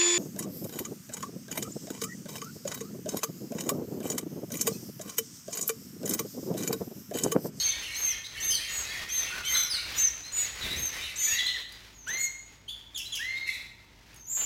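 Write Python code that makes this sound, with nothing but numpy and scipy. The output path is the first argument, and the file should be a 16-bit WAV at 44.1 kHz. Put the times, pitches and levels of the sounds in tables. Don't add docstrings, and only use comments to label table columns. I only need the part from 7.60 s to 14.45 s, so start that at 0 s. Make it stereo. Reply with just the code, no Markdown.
import sys
import numpy as np
from scipy import signal
from scipy.fft import rfft, irfft, next_fast_len
from scipy.io import wavfile

SR = 44100
rng = np.random.default_rng(int(sys.argv[2]) if len(sys.argv) > 2 else 0)


def wav_record(signal):
    frames = np.transpose(np.atleast_2d(signal))
    bounded = np.clip(frames, -1, 1)
    quanta = np.round(bounded * 32767).astype(np.int16)
    wavfile.write(sys.argv[1], SR, quanta)


N = 302085
TOP_HZ = 15850
# frequency_hz, level_db
SCRATCH_SPECTRUM = [(3000, -38), (5300, 9.5), (8000, -0.5), (11000, 3.5), (13000, -1.5), (16000, -12)]


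def nestlings(room_db=-10):
    # start_s, end_s, crest_hz, last_pitch_ratio, level_db, second_db, squeak_db, octave_db
    arched_peeps = [(-.046, .132, 6582, 0.9, -23, -28, -10, -23), (.34, .542, 6580, 0.69, -25, -25, 9, -18),
                    (.797, .982, 6470, 0.9, -25.5, -20, 11, -15),
                    (1.484, 1.655, 6490, 0.92, -26, -24, 5, -17.5),
                    (1.845, 2.08, 6484, 0.72, -25, -20, 11, -13.5),
                    (2.372, 2.497, 6536, .85, -19.5, -33, -14, -29),
                    (3.156, 3.308, 6610, .88, -28.5, -22, 8, -15),
                    (3.555, 3.725, 6464, 0.81, -28.5, -14, 17.5, -15),
                    (4.474, 4.586, 6514, .9, -32, -41, 11, -22),
                    (6.675, 6.9, 7500, 0.93, -27.5, -47, -28, -30)]
    falling_peeps = [(1.07, 1.262, 6880, 0.35, -30.5, -9.5, -14, -16.5),
                     (2.35, 2.44, 6980, 0.97, -30.5, -10.5, -18, -10),
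                     (2.718, 2.872, 7064, .75, -24.5, -10.5, 5, -21.5),
                     (3.575, 3.782, 6970, 0.65, -25, -19, -20, -16.5),
                     (4.568, 4.68, 6945, .78, -25.5, -15, -30, -19.5),
                     (6.66, 6.86, 6880, 0.47, -30.5, -15, -28, -15)]
    arched = peeps(arched_peeps, shape=(.82, .94), rise_s=.016, drop_s=.016, attack=.34, release=.24,
                   second_ratio=1.36, second_slide=.029, second_waver=.012, squeak=.2, squeak_s=.034,
                   sum_db=-27, scratch_db=-39.5, buzz=.12, pan_db=1.5)
    falling = peeps(falling_peeps, shape=(.92, .95), rise_s=.011, drop_s=.00674, attack=.45, release=.25,
                    second_ratio=1.17, second_slide=.0122, second_waver=.03, squeak=.38, squeak_s=.021,
                    sum_db=-28, scratch_db=-26, buzz=.083, pan_db=1)
    dry = arched + falling
    return cage(dry) + undb(room_db) * room(dry)


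def peeps(calls, shape, rise_s, drop_s, attack, release, second_ratio, second_slide, second_waver,
          squeak, squeak_s, sum_db, scratch_db, buzz, pan_db, buzz_hz=500, onset_s=.0059, split_s=.012):
    out, scratch = np.zeros((2, N)), np.zeros(N)
    shift_rad = np.array([[0], [2.0]])
    for start, end, crest_hz, last, db, second_db, squeak_db, octave_db in calls:
        u, hz = arch(end - start, crest_hz, (*shape, last), rise_s, drop_s)
        hz = hz * (1 + .00396 * wander(len(u), 44.6))
        t = u * (end - start)
        effort = swell(u, attack, release)
        waver = .0044 * (1 + 3 * (1 - effort))
        main = phase_of(hz * (1 + waver * wander(len(u), 1100)))
        overshoot = squeak * np.exp(-(t / squeak_s) ** 2)
        split = (second_ratio - 1 + overshoot) * (1 - np.exp(-t / split_s))
        drift = 1 - second_slide * u + second_waver * wander(len(u), 1500)
        second = phase_of(hz * (1 + split) * drift)
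        second_gain = undb(second_db) * effort + undb(squeak_db) * np.exp(-t / onset_s)
        tone = np.sin(main - shift_rad) + second_gain * np.sin(second - shift_rad) * pan(7)
        tone += undb(octave_db) * np.sin(2 * main - shift_rad / 2)
        tone += undb(sum_db) * np.sqrt(second_gain) * np.sin(main + second)
        tone *= 1 + buzz * np.sin(phase_of(buzz_hz * (1 + .5 * wander(len(u), 400))))
        pressure = (.25 + .75 * effort) * swell(u, attack=.06, release=.03)
        gain = np.sqrt(2) * undb(db + wander(len(u), 77.2))
        add(out, tone * pressure * gain * pan(pan_db), start)
        add(scratch, effort ** 2 * undb(db + scratch_db + wander(len(u), 186)), start)
    return out + scratch * noise(SCRATCH_SPECTRUM)


def neighbours():
    dry = chips() + slurs() + scolds()
    return dry + room(dry)


def chips(second_above_hz=1150, second_db=-15):
    # start_s, end_s, pitch_hz, level_db, rasp
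    notes = [(-.02, 0.064, 4360, -29, 0.76), (0.34, 0.405, 4310, -36, 0.41),
             (0.64, 0.686, 4110, -36.5, 0.95), (0.894, 0.989, 3188, -31.5, 0.42),
             (1.69, 1.858, 1460, -38.5, 1.5), (1.833, 1.917, 3140, -31, 0.11), (1.92, 2.03, 1481, -39.5, 2),
             (1.934, 2.006, 4150, -28, 0.095), (1.946, 2.006, 3544, -33.5, 0.17),
             (2.128, 2.223, 1462, -43.5, 1.58), (2.63, 2.72, 4220, -41.5, 0.17),
             (3.093, 3.173, 3953, -34, 0.63), (3.707, 3.765, 2814, -32.5, 0.33),
             (3.779, 3.85, 3954, -34, 0.2), (3.856, 3.92, 4270, -32, 0.13), (4.104, 4.173, 4880, -50, 0.23),
             (5.075, 5.148, 3456, -35, 0.56), (5.448, 5.503, 4140, -39, 0.24),
             (5.74, 5.837, 3870, -41, 0.67)]
    out = np.zeros(N)
    for start, end, pitch_hz, db, rasp in notes:
        u, hz = arch(end - start, pitch_hz, (.85, 1.002, .94), rise_s=.01226, drop_s=.01445)
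        tone = voice(hz, rasp, overtone_db=-20, step_db=-4.5)
        tone += undb(second_db) * voice(hz + second_above_hz, rasp, overtone_db=-10.5, step_db=-2)
        add(out, tone * swell(u, attack=.21, release=.59) * undb(db), start)
    return out


def slurs(overtone_fade_db=14):
    # start_s, end_s, first_hz, last_hz, level_db, overtone_db, rasp
    notes = [(0.889, 0.993, 5500, 3870, -32, -5, 0.57), (2.083, 2.19, 5560, 3637, -29.5, -11.5, 0.36),
             (2.998, 3.062, 4150, 3530, -36.5, -27, 0.45), (3.781, 3.813, 3650, 3254, -26, -19, 0.7),
             (3.868, 3.92, 3800, 3034, -30.5, -34, 1.42), (4.32, 4.501, 6960, 5690, -53, -18, 0.22),
             (6.536, 6.676, 6620, 6010, -52.5, -14, 0.22)]
    out = np.zeros(N)
    for start, end, first_hz, last_hz, db, overtone_db, rasp in notes:
        u = progress(end - start)
        hz = first_hz * (last_hz / first_hz) ** (u ** 1.1)
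        tone = voice(hz, rasp, overtone_db - overtone_fade_db * u, step_db=-13)
        add(out, tone * swell(u, attack=.34, release=.14) * undb(db), start)
    return out


def scolds(screech_after_s=.03):
    # start_s, pitch_hz, level_db, screech_db
    calls = [(5.342, 2615, -35.5, -33), (5.518, 2505, -33, -35)]
    # frequency_hz, level_db
    throat_spectrum = [(3500, -35), (4500, -27), (5200, -12), (5900, -1.5), (7700, -0.5), (8700, -23),
                       (10800, -3), (15500, -12)]
    out, scratch = np.zeros(N), np.zeros(N)
    for start, pitch_hz, db, screech_db in calls:
        u, hz = arch(.14, pitch_hz, (1.43, .92, .82), rise_s=.064, drop_s=.0209)
        rasp = np.minimum(.1 + 3.2 * u, 1.2)
        note = voice(hz, rasp, overtone_db=-13, step_db=-12)
        add(out, note * swell(u, attack=.086, release=1) * undb(db), start)
        u, hz = arch(.0408, 5640, (.6, .78, 1.3), rise_s=.0061, drop_s=.0106)
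        pressure = swell(u, attack=.16, release=.83) * undb(screech_db)
        screech = voice(hz, rasp=.67, overtone_db=-7, step_db=-2)
        add(out, screech * pressure * undb(-7), start + screech_after_s)
        add(scratch, pressure, start + screech_after_s)
    return out + scratch * noise(throat_spectrum)[0] / 2


def whistler(direct_db=4, room_db=-3.5, bright_db=8, bright_s=.047, right_lag_s=.00015):
    # start_s, end_s, first_hz, crest_hz, last_hz, level_db, overtone_db
    whistles = [(3.698, 3.98, 1650, 2006, 1686, -35, -11.5), (4.465, 4.694, 1288, 2158, 2079, -33.5, -18.5),
                (5.586, 5.914, 1484, 2128, 2006, -32.5, -22.5)]
    dry = np.zeros(N)
    for start, end, first_hz, crest_hz, last_hz, db, overtone_db in whistles:
        shape = (first_hz / crest_hz, 1, last_hz / crest_hz)
        u, hz = arch(end - start, crest_hz, shape, rise_s=.04, drop_s=.0194)
        lift_db = bright_db * np.exp(-u * (end - start) / bright_s)
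        tone = voice(hz, rasp=.21, overtone_db=overtone_db + lift_db, step_db=-16.5)
        add(dry, tone * swell(u, attack=.059, release=.034) * undb(db), start)
    direct = dry * pan(-5)
    direct[1] = np.roll(direct[1], round(right_lag_s * SR))
    return undb(direct_db) * direct + undb(room_db) * room(dry)


def distant_broods(notes_per_s=190, note_s=.034, centre_hz=2849, spread=1.62, sweep=.0702, hiss_db=-7):
    # start_s, end_s, level_db
    bouts = [(-.02, 0.195, -38.5), (0.198, 0.384, -40.5), (0.431, 0.578, -40.5), (0.727, 0.89, -41),
             (0.938, 1.172, -40.5), (1.224, 1.444, -40.5), (1.447, 1.82, -41), (1.808, 2.055, -38.5),
             (2.12, 2.243, -40.5), (2.317, 2.482, -43), (2.739, 2.935, -43.5), (2.992, 3.233, -41.5),
             (3.296, 3.567, -39.5), (3.568, 3.857, -38.5), (5.849, 5.985, -39.5)]
    dry, effort = np.zeros(N), np.zeros(N)
    for (start, end, db), notes in zip(bouts, rng.random((len(bouts), 128, 4))):
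        bout = np.zeros(int((end - start) * SR))
        for k, (offset, height, slope, length) in enumerate(notes):
            u = progress(note_s * (.5 + length))
            glide = np.exp(sweep * (2 * slope - 1) * (2 * u - 1))
            hz = centre_hz * spread ** (2 * height - 1) * glide
            phase = phase_of(hz * (1 + .026 * wander(len(u), 1500)))
            tone = np.sin(phase) + undb(-18) * np.sin(2 * phase) + undb(-22) * np.sin(3 * phase)
            envelope = np.sin(np.pi * u) * undb(3 * rng.standard_normal())
            add(bout, tone * envelope, (k + offset) / notes_per_s - note_s)
        pressure = swell(progress(end - start), attack=.22, release=.35)
        add(dry, unit(bout) * pressure * undb(db), start)
        add(effort, pressure * undb(db + hiss_db + 3 * wander(len(bout), 210)), start)
    hiss = effort * noise(SCRATCH_SPECTRUM)
    voices = (undb(-1) * dry + undb(2) * room(dry)) * pan(-2)
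    return voices + undb(-1.5) * hiss + undb(-5) * room(hiss)


def wings(beat_hz=24, depth_db=3, room_db=-3):
    # start_s, end_s, swish_db, puff_db
    flutters = [(0.748, 1.047, -71, -51.5), (1.711, 2.004, -70, -53), (2.994, 3.3, -48, -41),
                (4.453, 4.63, -44.5, -52), (6.76, 6.87, -40.5, -78)]
    # frequency_hz, level_db
    feather_spectrum = [(150, 2.5), (500, 9), (1400, 9), (3000, 12.5), (6000, -4), (15000, -2)]
    # frequency_hz, level_db
    puff_spectrum = [(30, -20), (70, -5), (140, -13.5), (400, -19), (1200, -34.5)]
    swish, puff = np.zeros(N), np.zeros(N)
    for start, end, swish_db, puff_db in flutters:
        u = progress(end - start)
        beat = np.sin(phase_of(beat_hz * (1 + .49 * wander(len(u), 41))))
        strokes = swell(u, attack=.2, release=.32) * undb(depth_db * beat)
        add(swish, strokes * undb(swish_db), start)
        add(puff, strokes * undb(puff_db), start)
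    feathers = swish * noise(feather_spectrum)
    return feathers + undb(room_db) * room(feathers) + puff * noise(puff_spectrum)


def wires(crack_db=3, crack_s=.0063, room_db=-6):
    # start_s, level_db
    ticks = [(0.366, -40.5), (0.848, -43), (2.234, -53), (4.091, -59), (4.122, -49.5), (6.543, -55),
             (6.561, -52.5)]
    # pitch_hz, level_db, t60_s
    bar_modes = [(5430, -15, .05), (7000, 0, 0.028), (9470, 8.5, .03), (12950, 0, .018)]
    out, t = np.zeros(N), np.arange(SR // 5) / SR
    for start, db in ticks:
        ring = sum(undb(mode_db - 60 * t / t60) * np.sin(2 * np.pi * hz * t * rng.normal(1, .01))
                   for hz, mode_db, t60 in bar_modes)
        crack = undb(crack_db) * rng.standard_normal(len(t)) * np.exp(-t / crack_s)
        add(out, undb(db) * (ring / 2 + crack), start)
    return out + undb(room_db) * room(out)


def nest_rustle():
    # time_s, level_db
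    stirring = [(0, -39), (.25, -47), (.42, -42.5), (.65, -48.5), (.85, -42), (2.4, -41), (2.65, -47.5),
                (2.95, -38.5), (3.9, -44), (4.25, -55), (5, -59.5), (5.8, -51), (6.3, -58), (6.85, -54.5)]
    # frequency_hz, level_db
    rustle_spectrum = [(25, -13), (65, 4), (130, -10), (220, -11.5), (480, -9.5), (800, -11.5),
                       (2000, -3.5), (6000, -10.5), (9000, -22), (15000, -21.5)]
    level_db = np.interp(np.arange(N) / SR, *np.transpose(stirring))
    return noise(rustle_spectrum) * undb(level_db + 3.07 * wander(N, 14) + 1.6 * wander(N, 160))


def room_tone(hum_db=-61, whine_hz=918, whine_db=-70.5, whine_from_s=4.24):
    # frequency_hz, level_db
    hum_spectrum = [(20, -43), (50, -2), (130, -4.5), (280, -6), (500, -15.5), (950, -15.5), (1400, -21.5),
                    (4000, -64), (8000, -49), (15000, -47)]
    # pitch_hz, level_db
    low_tones = [(50.5, -63), (107, -65.5)]
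    drone = np.zeros(N)
    for hz, db in low_tones:
        gain = np.sqrt(2) * undb(db + 2 * wander(N, 8.2))
        drone += gain * np.sin(phase_of(hz * (1 + .0765 * wander(N, 24))))
    whine = np.sin(phase_of(whine_hz * (1 + .051 * wander(N, 300))))
    whine *= np.clip((np.arange(N) / SR - whine_from_s) / .081, 0, 1)
    return undb(hum_db) * noise(hum_spectrum, alike_hz=775) + drone + undb(whine_db) * whine


def cage(x, count=6, first_s=.0012, last_s=.011, echo_db=-16):
    out = x.copy()
    for channel in (0, 1):
        for lag_s in rng.uniform(first_s, last_s, count):
            add(out[channel], undb(echo_db) * x[channel], lag_s)
    return out


def room(x, build_s=.0062):
    # frequency_hz, t60_s
    decay_times = [(2000, .72), (7000, .68), (14000, .5)]
    t, hz = np.arange(SR) / SR, np.arange(SR // 2 + 1)
    white, echo = rfft(rng.standard_normal((2, SR))), 0
    for low_hz in 2. 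** np.arange(7, 15):
        band = irfft(white * ((hz >= low_hz) & (hz < 2 * low_hz)), SR)
        echo += band * undb(-60 * t / on_log_axis(low_hz * np.sqrt(2), decay_times))
    echo = unit(echo * (1 - np.exp(-t / build_s))) / np.sqrt(SR)
    return signal.fftconvolve(np.atleast_2d(x), echo, axes=1)[:, :N]


def voice(hz, rasp, overtone_db, step_db, flutter_db=3.5):
    shake = np.tanh(wander(len(hz), 1800))
    phase = phase_of(hz * (1 + .099 * rasp * shake))
    tone = np.sin(phase)
    for k in range(2, 6):
        tone += undb(overtone_db + step_db * (k - 2.5)) * np.sin(k * phase) * (k * hz < TOP_HZ)
    grain = 1 + .22 * np.minimum(rasp, 1) * wander(len(hz), 1200)
    return tone * grain * undb(flutter_db * wander(len(hz), 198.8))


def arch(length_s, pitch_hz, shape, rise_s, drop_s):
    first, late, last = shape
    t = np.arange(max(int(length_s * SR), 2)) / SR
    u = t / t[-1]
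    scoop = (first - 1) * np.exp(-t / rise_s)
    bend = (last - late) * np.exp((t - t[-1]) / drop_s)
    return u, pitch_hz * (1 + (late - 1) * u + scoop + bend)


def swell(u, attack, release):
    rise = np.sin(np.pi / 2 * np.clip(u / attack, 0, 1)) ** 2
    fall = np.sin(np.pi / 2 * np.clip((1 - u) / release, 0, 1)) ** 2
    return rise * fall


def noise(spectrum, alike_hz=750):
    size = next_fast_len(N)
    hz = np.arange(size // 2 + 1) * SR / size
    mid, side = rfft(rng.standard_normal((2, size))) * undb(on_log_axis(hz, spectrum))
    side = side * hz / np.hypot(hz, alike_hz)
    return unit(irfft(np.array([mid + side, mid - side]), size)[:, :N])


def wander(size, hz):
    at = np.arange(size) * hz / SR
    knots = rng.standard_normal(int(at[-1]) + 2)
    return np.interp(at, np.arange(len(knots)), knots)


def on_log_axis(hz, points):
    point_hz, value = np.transpose(points)
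    return np.interp(np.log(hz + 1), np.log(point_hz), value)


def add(track, sound, start_s):
    i = int(start_s * SR)
    a, b = max(i, 0), min(i + sound.shape[-1], track.shape[-1])
    if b > a:
        track[..., a:b] += sound[..., a - i:b - i]


def progress(length_s):
    return np.linspace(0, 1, int(length_s * SR))


def phase_of(hz):
    return 2 * np.pi * np.cumsum(hz) / SR


def pan(db):
    return undb(np.array([[db], [-db]]) / 2)


def undb(db):
    return 10 ** (np.asarray(db) / 20)


def unit(x):
    return x / np.sqrt(np.mean(x ** 2) + 1e-18)


def scene():
    calls = nestlings() + neighbours() + whistler() + distant_broods()
    return calls + wings() + wires() + nest_rustle() + room_tone()


def record(dry):
    return signal.sosfilt(signal.ellip(10, .2, 80, TOP_HZ, fs=SR, output="sos"), dry)


dry = scene()
out = record(dry)
wav_record(out)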